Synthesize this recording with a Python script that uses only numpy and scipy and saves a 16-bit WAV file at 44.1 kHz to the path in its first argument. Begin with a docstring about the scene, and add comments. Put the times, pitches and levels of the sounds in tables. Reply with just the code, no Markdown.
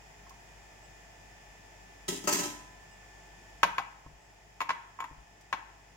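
"""In a hard-walled kitchen a hand mixes dough in a ceramic bowl on a stone counter.
An appliance runs behind: shaped noise for its fan and rumble, sines for its hum and whine; thin squeaks pass.
The bowl tips softly and dough snaps once (short noise); a utensil clatters on the steel sink (dense ringing
noise plus clear notes); then the bowl is set down and rocks on its foot (short modes plus gritty cracks), with
soft hand thumps (low modes) and another snap. A hard knock pulls the gain down, and it creeps back slowly."""
import sys
import numpy as np
from scipy import signal
from scipy.fft import rfft, irfft
from scipy.io import wavfile
from scipy.ndimage import uniform_filter1d

SR = 44100
rng = np.random.default_rng(int(sys.argv[2]) if len(sys.argv) > 2 else 0)


def master_out(mix):
    """Clip the mix to full scale and print it as 16-bit PCM to the path in sys.argv[1]."""
    frames = np.transpose(np.atleast_2d(mix))
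    ceiling = np.clip(frames, -1, 1)
    pcm = np.round(ceiling * 32767).astype(np.int16)
    wavfile.write(sys.argv[1], SR, pcm)


N = 262836
RING = np.arange(SR) / SR  # one second of time [s]


def amp(db):
    """Decibels to gain."""
    return 10 ** (np.asarray(db) / 20)


def unit(x):
    """Scales to rms 1."""
    return x / np.sqrt(np.mean(x ** 2) + 1e-20)


def read(points, hz):
    """Reads a table on a log-frequency axis."""
    f, value = np.transpose(points)
    return np.interp(np.log(hz + 1), np.log(f + 1), value)


def lean(pan_db):
    """Left and right gains that differ by pan_db; positive leans left."""
    return amp([[pan_db / 2], [-pan_db / 2]])


def add(mix, s, sound, pan_db=0):
    """Mixes a sound in at time s, leaning left or right, and cuts it at the end of the mix."""
    part = mix[:, round(s * SR):][:, :sound.shape[-1]]
    part += (lean(pan_db) * sound)[:, :part.shape[1]]


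# likeness of left and right in diffuse noise: (frequency [Hz], correlation [0-1])
LIKENESS = [(60, 0.98), (130, 0.99), (290, 0.53), (640, 0.22), (1400, 0), (15000, 0.0023)]


def noise(spectrum, size, bumps=()):
    """Coloured stereo noise of a diffuse field, rms 1: left and right are alike in the bass only."""
    hz = np.fft.rfftfreq(size, 1 / SR)
    a, b = rfft(rng.standard_normal((2, size)))
    same = np.clip(read(LIKENESS, hz), -1, 1)
    mid, side = a * np.sqrt(1 + same), b * np.sqrt(1 - same)
    db = read(spectrum, hz)
    for centre_hz, width_hz, bump_db in bumps:
        db = db + bump_db * np.exp(-2 * ((hz - centre_hz) / width_hz) ** 2)
    return unit(irfft(np.array([mid + side, mid - side]) * amp(db), size))


def fade(x, t60):
    """Lets each band die at its own speed."""
    hz, t, z = signal.stft(x, SR, nperseg=256)
    decay = amp(-60 * t / read(t60, hz)[:, None])
    return signal.istft(z * decay, SR, nperseg=256)[1][:, :x.shape[1]]


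def mode(hz, t60, t, spread=None):
    """One dying mode; a spread [rad per kHz] sets left and right apart in phase, up to a limit."""
    skew = 0 if spread is None else np.clip(spread * hz / 1000, -np.pi / 4, np.pi / 4)
    return amp(-60 * t / t60) * np.sin(2 * np.pi * hz * t + np.array([[skew], [-skew]]))


def ripple(size, width_hz):
    """An uneven frequency response, rms 1: the crowded peaks of a metal sheet."""
    bins = max(round(width_hz * size / SR), 1)
    smooth = uniform_filter1d(rng.standard_normal(size // 2 + 1), bins)
    return unit(uniform_filter1d(smooth, bins))


# echo colour: (frequency [Hz], relative level [dB])
ROOM = [(100, 6.5), (200, 5), (400, 1), (650, -4.5), (900, 3), (1070, -5), (1250, -2.5), (1600, 0.5),
        (2500, 0.5), (5000, -5), (8000, -0.5), (15000, 1.5)]
# echo decay: (frequency [Hz], t60 [s])
ROOM_T60 = [(150, 0.56), (500, 0.43), (1000, 0.71), (2500, 0.54), (6000, 0.57), (14000, 0.34)]


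def kitchen(x, build_s=0.021):
    """A hard-walled room whose echoes build up and die by band."""
    build_up = 1 - np.exp(-(RING / build_s) ** 2)
    tail = fade(noise(ROOM, SR), ROOM_T60) * build_up
    return signal.fftconvolve(x, tail / np.linalg.norm(tail[0]), axes=1)[:, :N]


# spectrum of the fan's air: (frequency [Hz], relative level [dB])
AIR = [(71, -34), (120, -5), (192, -3.5), (222, -9), (418, -3.5), (546, -10.5), (684, -1.5), (1240, -11.5),
       (1650, -10), (1790, -8.5), (3820, -13.5), (7200, -15.5), (9020, -26), (14700, -30.5), (16000, -24.5)]
# colour of the casing: (centre [Hz], width [Hz], boost [dB])
CASING = [(134.7, 60, 1.5), (620, 160, 2.5), (862, 86, 7.5), (1260, 680, 0.5), (1920, 280, 4.5),
          (2480, 160, 6.5), (4110, 810, -7), (5160, 250, 3), (6980, 640, 3)]


def fan(level_db=-55.5):
    """Broadband air noise, its spectrum bumped by the casing."""
    return amp(level_db) * noise(AIR, N, CASING)


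# steady hum tones: (frequency [Hz], rms level before the lean [dB])
HUM = [(49.7, -61.5), (99.5, -69.5), (699, -73.5)]


def rumble_and_hum(rumble_db=-67, pan_db=3.5):
    """Low noise and steady hum tones, leaning left together."""
    t = np.arange(N) / SR
    rumble_spectrum = [(20, -25), (50, 2), (75, -7.5), (125, -2.5), (220, -14.0), (500, -69), (2000, -87)]
    rumble = amp(rumble_db) * noise(rumble_spectrum, N)
    hum = sum(amp(db) * np.sqrt(2) * np.sin(2 * np.pi * hz * (t + rng.random())) for hz, db in HUM)
    return (rumble + hum) * lean(pan_db)


# course of the whine's level: (time [s], level before the lift in whine() [dB])
WHINE = [(0.0, -77.5), (0.61, -72.5), (0.81, -71), (3.2, -66.5), (3.64, -70), (4.03, -76), (5.24, -71),
         (5.96, -73)]
# harmonics of the whine: (multiple of the pitch, relative level [dB])
WHINE_ORDERS = [(1, 0.5), (2, -15.5), (4, -16.5)]


def whine(pitch_hz=1760, waver_hz=2.55, lift_db=3.5):
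    """A motor's harmonics on one slightly wavering pitch, set apart in phase between left and right."""
    t = np.arange(N) / SR
    drift = unit(uniform_filter1d(rng.standard_normal(N), SR // 12))
    phase = 2 * np.pi * np.cumsum(pitch_hz + waver_hz * drift) / SR
    offset = np.array([[0], [1]])  # left, right [rad]
    orders = sum(amp(db) * np.sqrt(2) * np.sin(round(k) * phase + offset) for k, db in WHINE_ORDERS)
    return amp(np.interp(t, *np.transpose(WHINE)) + lift_db) * orders


def appliance():
    """Fan noise, rumble, hum and motor whine sound together without a break."""
    return fan() + rumble_and_hum() + whine()


# faint high squeaks: (start [s], length [s], level [dB])
SQUEAKS = [(0.809, 0.081, -65), (2.88, .1, -66), (4.16, 0.18, -72)]
# their partials: (frequency [Hz], relative level [dB])
SQUEAK_NOTES = [(2850, -2), (5118, -2.5), (7748, 0)]


def squeaks():
    """A few thin partials swell and fade together."""
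    out = np.zeros((2, N))
    for s, length, db in SQUEAKS:
        t = RING[:round(length * SR)]
        notes = sum(amp(g) * np.sin(2 * np.pi * (f * t + rng.random((2, 1)) / 3)) for f, g in SQUEAK_NOTES)
        add(out, s, amp(db) * np.hanning(len(t)) * notes)
    return out


# utensil hits the sink: (time [s], treble clash level [dB], mid clang level [dB], left-right lean of the clash [dB])
CLATTER = [(2.0802, -32.5, -45, -0.5), (2.123, -47, -52, -2), (2.238, -48, -53.5, 3),
           (2.2725, -28.5, -30.5, 4), (2.3242, -27.5, -38.5, -2.5), (2.388, -34.5, -42.5, 1),
           (2.432, -39, -44.5, -3)]
# spectra of the steel's treble clash, mid clang and low boom: (frequency [Hz], relative level [dB])
CLASH = [(900, -30), (2200, -4), (3200, -1), (4000, -6), (5200, 1), (7000, 2.5), (8500, -6.5),
         (11000, -8.5), (15000, -9)]
CLANG = [(250, -40), (550, -1), (900, 8), (1350, -4), (1600, 2), (2800, 1), (4500, -32)]
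BOOM = [(50, -25), (80, -6.5), (110, -16), (170, -1), (300, 3.5), (410, 1.5), (520, -19), (1000, -42)]
# decay of the dense ringing, before a part's damping: (frequency [Hz], t60 [s])
STEEL_T60 = [(200, 0.48), (1000, 0.5), (3000, 0.46), (7000, 0.45), (11000, 0.39), (15000, 0.33)]
# clear notes of sink and utensil: (frequency [Hz], relative level before scatter [dB], t60 [s],
# driving part [0 clash, 1 clang, 2 boom])
STEEL_NOTES = [(187, -5, .4, 2), (295.6, -2, 0.38, 2), (364, -5.5, 0.2, 2), (398, 1.5, 0.27, 2),
               (591.7, -3.5, 0.33, 1), (1006, -11.5, .9, 1), (1300, 0, 0.38, 1), (2160, -14, 1.3, 1),
               (2740, -18, .4, 0), (4530, -11, 0.2, 0), (6450, -10, 0.35, 0), (7320, -13.5, 0.48, 0),
               (8535, -20, .42, 0), (11560, -32, .3, 0)]


def sink(rise_s=0.0021, strike_s=0.0067, chatter_db=1.5, scatter_db=1.5):
    """Thin steel has countless close modes that ring as noise, with clear notes on top; the utensil chatters."""
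    boom_base_db, boom_follows = -25.5, 0.41  # the boom takes only this share of the clash's dB
    boom_pan_db, boom_damping = 4, 1.35
    flam_s, flam_db = 0.01, -14  # the utensil's other end follows each blow
    out, t = np.zeros((2, N)), RING[:SR * 3 // 4]
    attack = (1 - np.exp(-t / rise_s)) * (1 + np.exp(-t / strike_s) / 2)
    attack *= 1 + amp(flam_db) * (t > flam_s) * np.exp(-abs(t - flam_s) / strike_s)
    sheet = amp(3 * ripple(len(t), width_hz=40))
    for s, clash_db, clang_db, pan_db in CLATTER:
        chatter = amp(chatter_db * unit(uniform_filter1d(rng.standard_normal(len(t)), size=180)))
        spot = amp(2 * ripple(len(t), width_hz=410))  # each spot favours other regions of the spectrum
        boom_db = boom_base_db + boom_follows * clash_db
        parts = [(CLASH, clash_db, pan_db, 1), (CLANG, clang_db, 0, 1), (BOOM, boom_db, boom_pan_db, boom_damping)]
        for k, (spectrum, db, lean_db, damping) in enumerate(parts):
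            dense = unit(irfft(rfft(noise(spectrum, len(t))) * sheet * spot, len(t)))
            dense = chatter * fade(dense, [(f, t60 / damping) for f, t60 in STEEL_T60])
            notes = 0
            for hz, note_db, t60, part in STEEL_NOTES:
                if round(part) == k:
                    gain = rng.choice([-1, 1]) * amp(note_db + scatter_db * rng.standard_normal())
                    notes = notes + gain * mode(hz, t60, t, spread=0.81)
            add(out, s, amp(db) * attack * (dense + notes), lean_db)
    return out


# sticky dough snaps off the fingers: (time [s], level [dB])
SNAPS = [(0.2945, -51), (5.41, -54.5)]


def dough_snaps(t60=0.059):
    """Small wet snaps: short bright noise that dies at once."""
    out, t = np.zeros((2, N)), RING[:SR // 4]
    for s, db in SNAPS:
        add(out, s, noise(CLASH, len(t)) * amp(db - 60 * t / t60))
    return out


# dull pushes of the hand: (time [s], level [dB])
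THUMPS = [(4.063, -41.5), (5.112, -42), (5.133, -60), (5.181, -51)]
# low modes of the counter: (frequency [Hz], relative level [dB], t60 [s])
COUNTER = [(58.6, -1, 0.21), (98.3, -14.5, 0.41), (150, -3, 0.104), (284, -3, 0.039), (480, -8, 0.029)]


def counter_thumps(pan_db=3):
    """The hand's weight sets off the low modes of the counter."""
    out = np.zeros((2, N))
    for s, db in THUMPS:
        modes = sum(amp(g) * mode(f, t60, RING, spread=0.92) for f, g, t60 in COUNTER)
        add(out, s, amp(db) * modes, pan_db)
    return out


# the slab under the bowl's full weight: (frequency [Hz], relative level [dB])
THUD = [(50, -22), (80, -6), (110, -10.5), (160, 7), (230, -4), (340, -3.5), (500, -3), (700, 7.5),
        (1200, 1), (3000, -49.5)]


def set_down_thud(start_s=3.6312, level_db=-25, t60=0.093):
    """The slab answers the set-down with one short burst of low noise."""
    out, t = np.zeros((2, N)), RING[:SR // 5]
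    add(out, start_s, noise(THUD, len(t)) * amp(level_db - 60 * t / t60))
    return out


# the bowl lands on one edge of its foot, then on the other: (time [s], blow level [dB],
# left-right lean before bowl() shifts it [dB], extra level of the wall modes [dB],
# extra level of the rim's clink [dB], rebound delay [s], rebound level against the blow [dB])
KNOCKS = [(3.6312, -9.5, 3.5, 4, 0, 0.016, -18.5), (3.7818, -17, 5.5, 3, 3, 0.015, -12.5),
          (4.6045, -18.5, 4, -3, 6, 0.0097, -.5), (4.6919, -17.5, 3.5, 5, -1, 0.012, 0.5),
          (5.003, -24, 7.5, -0.5, 12, .0376, -3), (5.527, -16, 6, 3, -4.5, .0086, -9)]
# the bowl tips softly under the hand: (time [s], level [dB])
ROCKS = [(0.265, -44), (0.3064, -42), (4.062, -39.5), (4.687, -25), (4.718, -30), (4.9877, -24),
         (5.0214, -22)]


def contacts():
    """Every touch of the foot, in the order bowl() unpacks it; harder knocks are brighter and start faster."""
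    firm_db, firm_hz, hardening = -18, 3530, 0.6  # cut-off of a firm blow; it grows as this power of force
    rise_cycles = 0.44  # time constant of the onset, in cycles at the cut-off
    gritty_hz = 2500  # knocks softer than this crush less grit
    settle_per_db = 0.02  # the weaker the rebound, the flatter the bowl sits and the lower it rings
    for s, db, pan_db, wall_db, rim_db, after_s, rebound_db in KNOCKS:
        for late_s, less_db in [(0, 0), (after_s, rebound_db)]:
            hit_db = db + less_db
            hz = min(firm_hz * amp(hardening * (hit_db - firm_db)), SR / 3)
            soften = signal.butter(1, hz, fs=SR)
            grit, pitch = min(hz / gritty_hz, 1), 1 + settle_per_db * less_db
            yield s + late_s, hit_db, rise_cycles / hz, soften, grit, pitch, wall_db, rim_db, pan_db
    # a soft tip swells slowly, without grit, and its dull contact favours the lowest modes
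    rise_s, dull_hz, wall_db, pan_db = 0.0024, 1240, -7, -3
    for s, db in ROCKS:
        yield s, db, rise_s, signal.butter(2, dull_hz, fs=SR), 0, 1, wall_db, 0, pan_db


# the bowl, damped by dough and hand: (frequency before settling [Hz], relative level before scatter [dB],
# t60 before the hand's limit [s])
BOWL = [(296, -28.5, 0.082), (497, -32, 0.079), (723, -21, 0.084), (935.4, -8.5, 0.071),
        (1070.5, -3, 0.073), (1310, -9.5, 0.039), (1427, -17.5, 0.051), (1560, -15, 0.072),
        (1695, -10.5, 0.039), (1992, -12.5, 0.051), (2258, -14.5, 0.089), (2550, -12, 0.034),
        (2815, -14, 0.03), (3340, -15, 0.035), (4280, -25, 0.022), (5200, -33, 0.039), (5860, -30, 0.034),
        (7020, -23, 0.077), (10790, -22.5, 0.053), (13100, -24, 0.041), (14640, -18, 0.061)]
# grit crushed under the foot: (frequency [Hz], relative level [dB])
CRACK = [(50, -25), (150, -6.5), (300, -12.5), (500, -8), (720, -3.5), (1000, 5.5), (1650, -2.5),
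         (2500, -1.5), (4200, -9.5), (6500, -11.5), (8700, -28), (10500, -19.5), (15000, -28)]


def bowl(crack_db=-10, crack_t60=0.1, tick_s=0.0015, scatter_db=1, right_lag_s=0.00012, bass_hz=130):
    """Each contact rings the modes; knocks also crush grit; soft tips start slowly, sound dull, have no grit."""
    wall_hz, wall_width_hz, rim_hz = 1560, 160, 6500  # a tilted landing favours the wall modes
    held_t60, stiff_hz = 0.08, 3000  # the hand's limit [s]; settling detunes only modes below stiff_hz
    shift_db = -2.5  # moves every contact a little to the right
    out, t = np.zeros((2, N)), RING[:SR // 5]
    late = np.maximum(t - np.array([[0], [right_lag_s]]), 0)  # the modes reach the right a little later
    for s, db, rise_s, soften, grit, pitch, wall_db, rim_db, pan_db in contacts():
        ring = 0
        for k, (hz, mode_db, t60) in enumerate(BOWL):
            spot_db = wall_db * np.exp(-((hz - wall_hz) / wall_width_hz) ** 2) + rim_db * (hz > rim_hz)
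            spot_db += scatter_db * rng.standard_normal()
            tuned_hz = hz * pitch if hz < stiff_hz else hz
            ring += (-1) ** k * amp(mode_db + spot_db) * mode(tuned_hz, min(t60, held_t60), late)
        crack = grit * noise(CRACK, len(t)) * amp(crack_db - 60 * t / crack_t60)
        crack *= 1 + np.exp(-t / tick_s)  # a brief tick at the front
        onset = 1 - np.exp(-late / rise_s)
        add(out, s, amp(db) * signal.lfilter(*soften, (ring + crack) * onset), pan_db + shift_db)
    return signal.lfilter(*signal.butter(2, bass_hz, "high", fs=SR), out)  # a small body radiates little bass


def scene(near_room_db=-13, sink_room_db=-13):
    """Bowl, dough and sink sound dry and in one room; the appliance and squeaks stay dry."""
    near = bowl() + set_down_thud() + counter_thumps() + dough_snaps()
    far = sink()
    echoes = kitchen(amp(near_room_db) * near + amp(sink_room_db) * far)
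    return appliance() + squeaks() + echoes + far + near


def record(dry, threshold_db=-20, most_db=4.0, recover_db_per_s=0.26, attack_s=0.21, edge_hz=16000):
    """Gain control eases down a few dB at a loud knock and recovers slowly; then a low-pass limits the band."""
    power_db = 10 * np.log10(abs(uniform_filter1d((dry ** 2).mean(0), size=220)) + 1e-12)
    over_db = np.clip(power_db - threshold_db, 0, most_db)
    recovery = np.arange(N) / SR * recover_db_per_s
    held_db = np.maximum.accumulate(over_db + recovery) - recovery  # peak hold that leaks at a steady rate
    r = np.exp(-1 / (attack_s * SR))
    ducked = dry * amp(-signal.lfilter([1 - r], [1, -r], held_db))
    low_pass = signal.firwin(255, edge_hz, window=("kaiser", 8), fs=SR)
    return signal.oaconvolve(ducked, low_pass[None], "same")


dry = scene()
out = record(dry)
master_out(out)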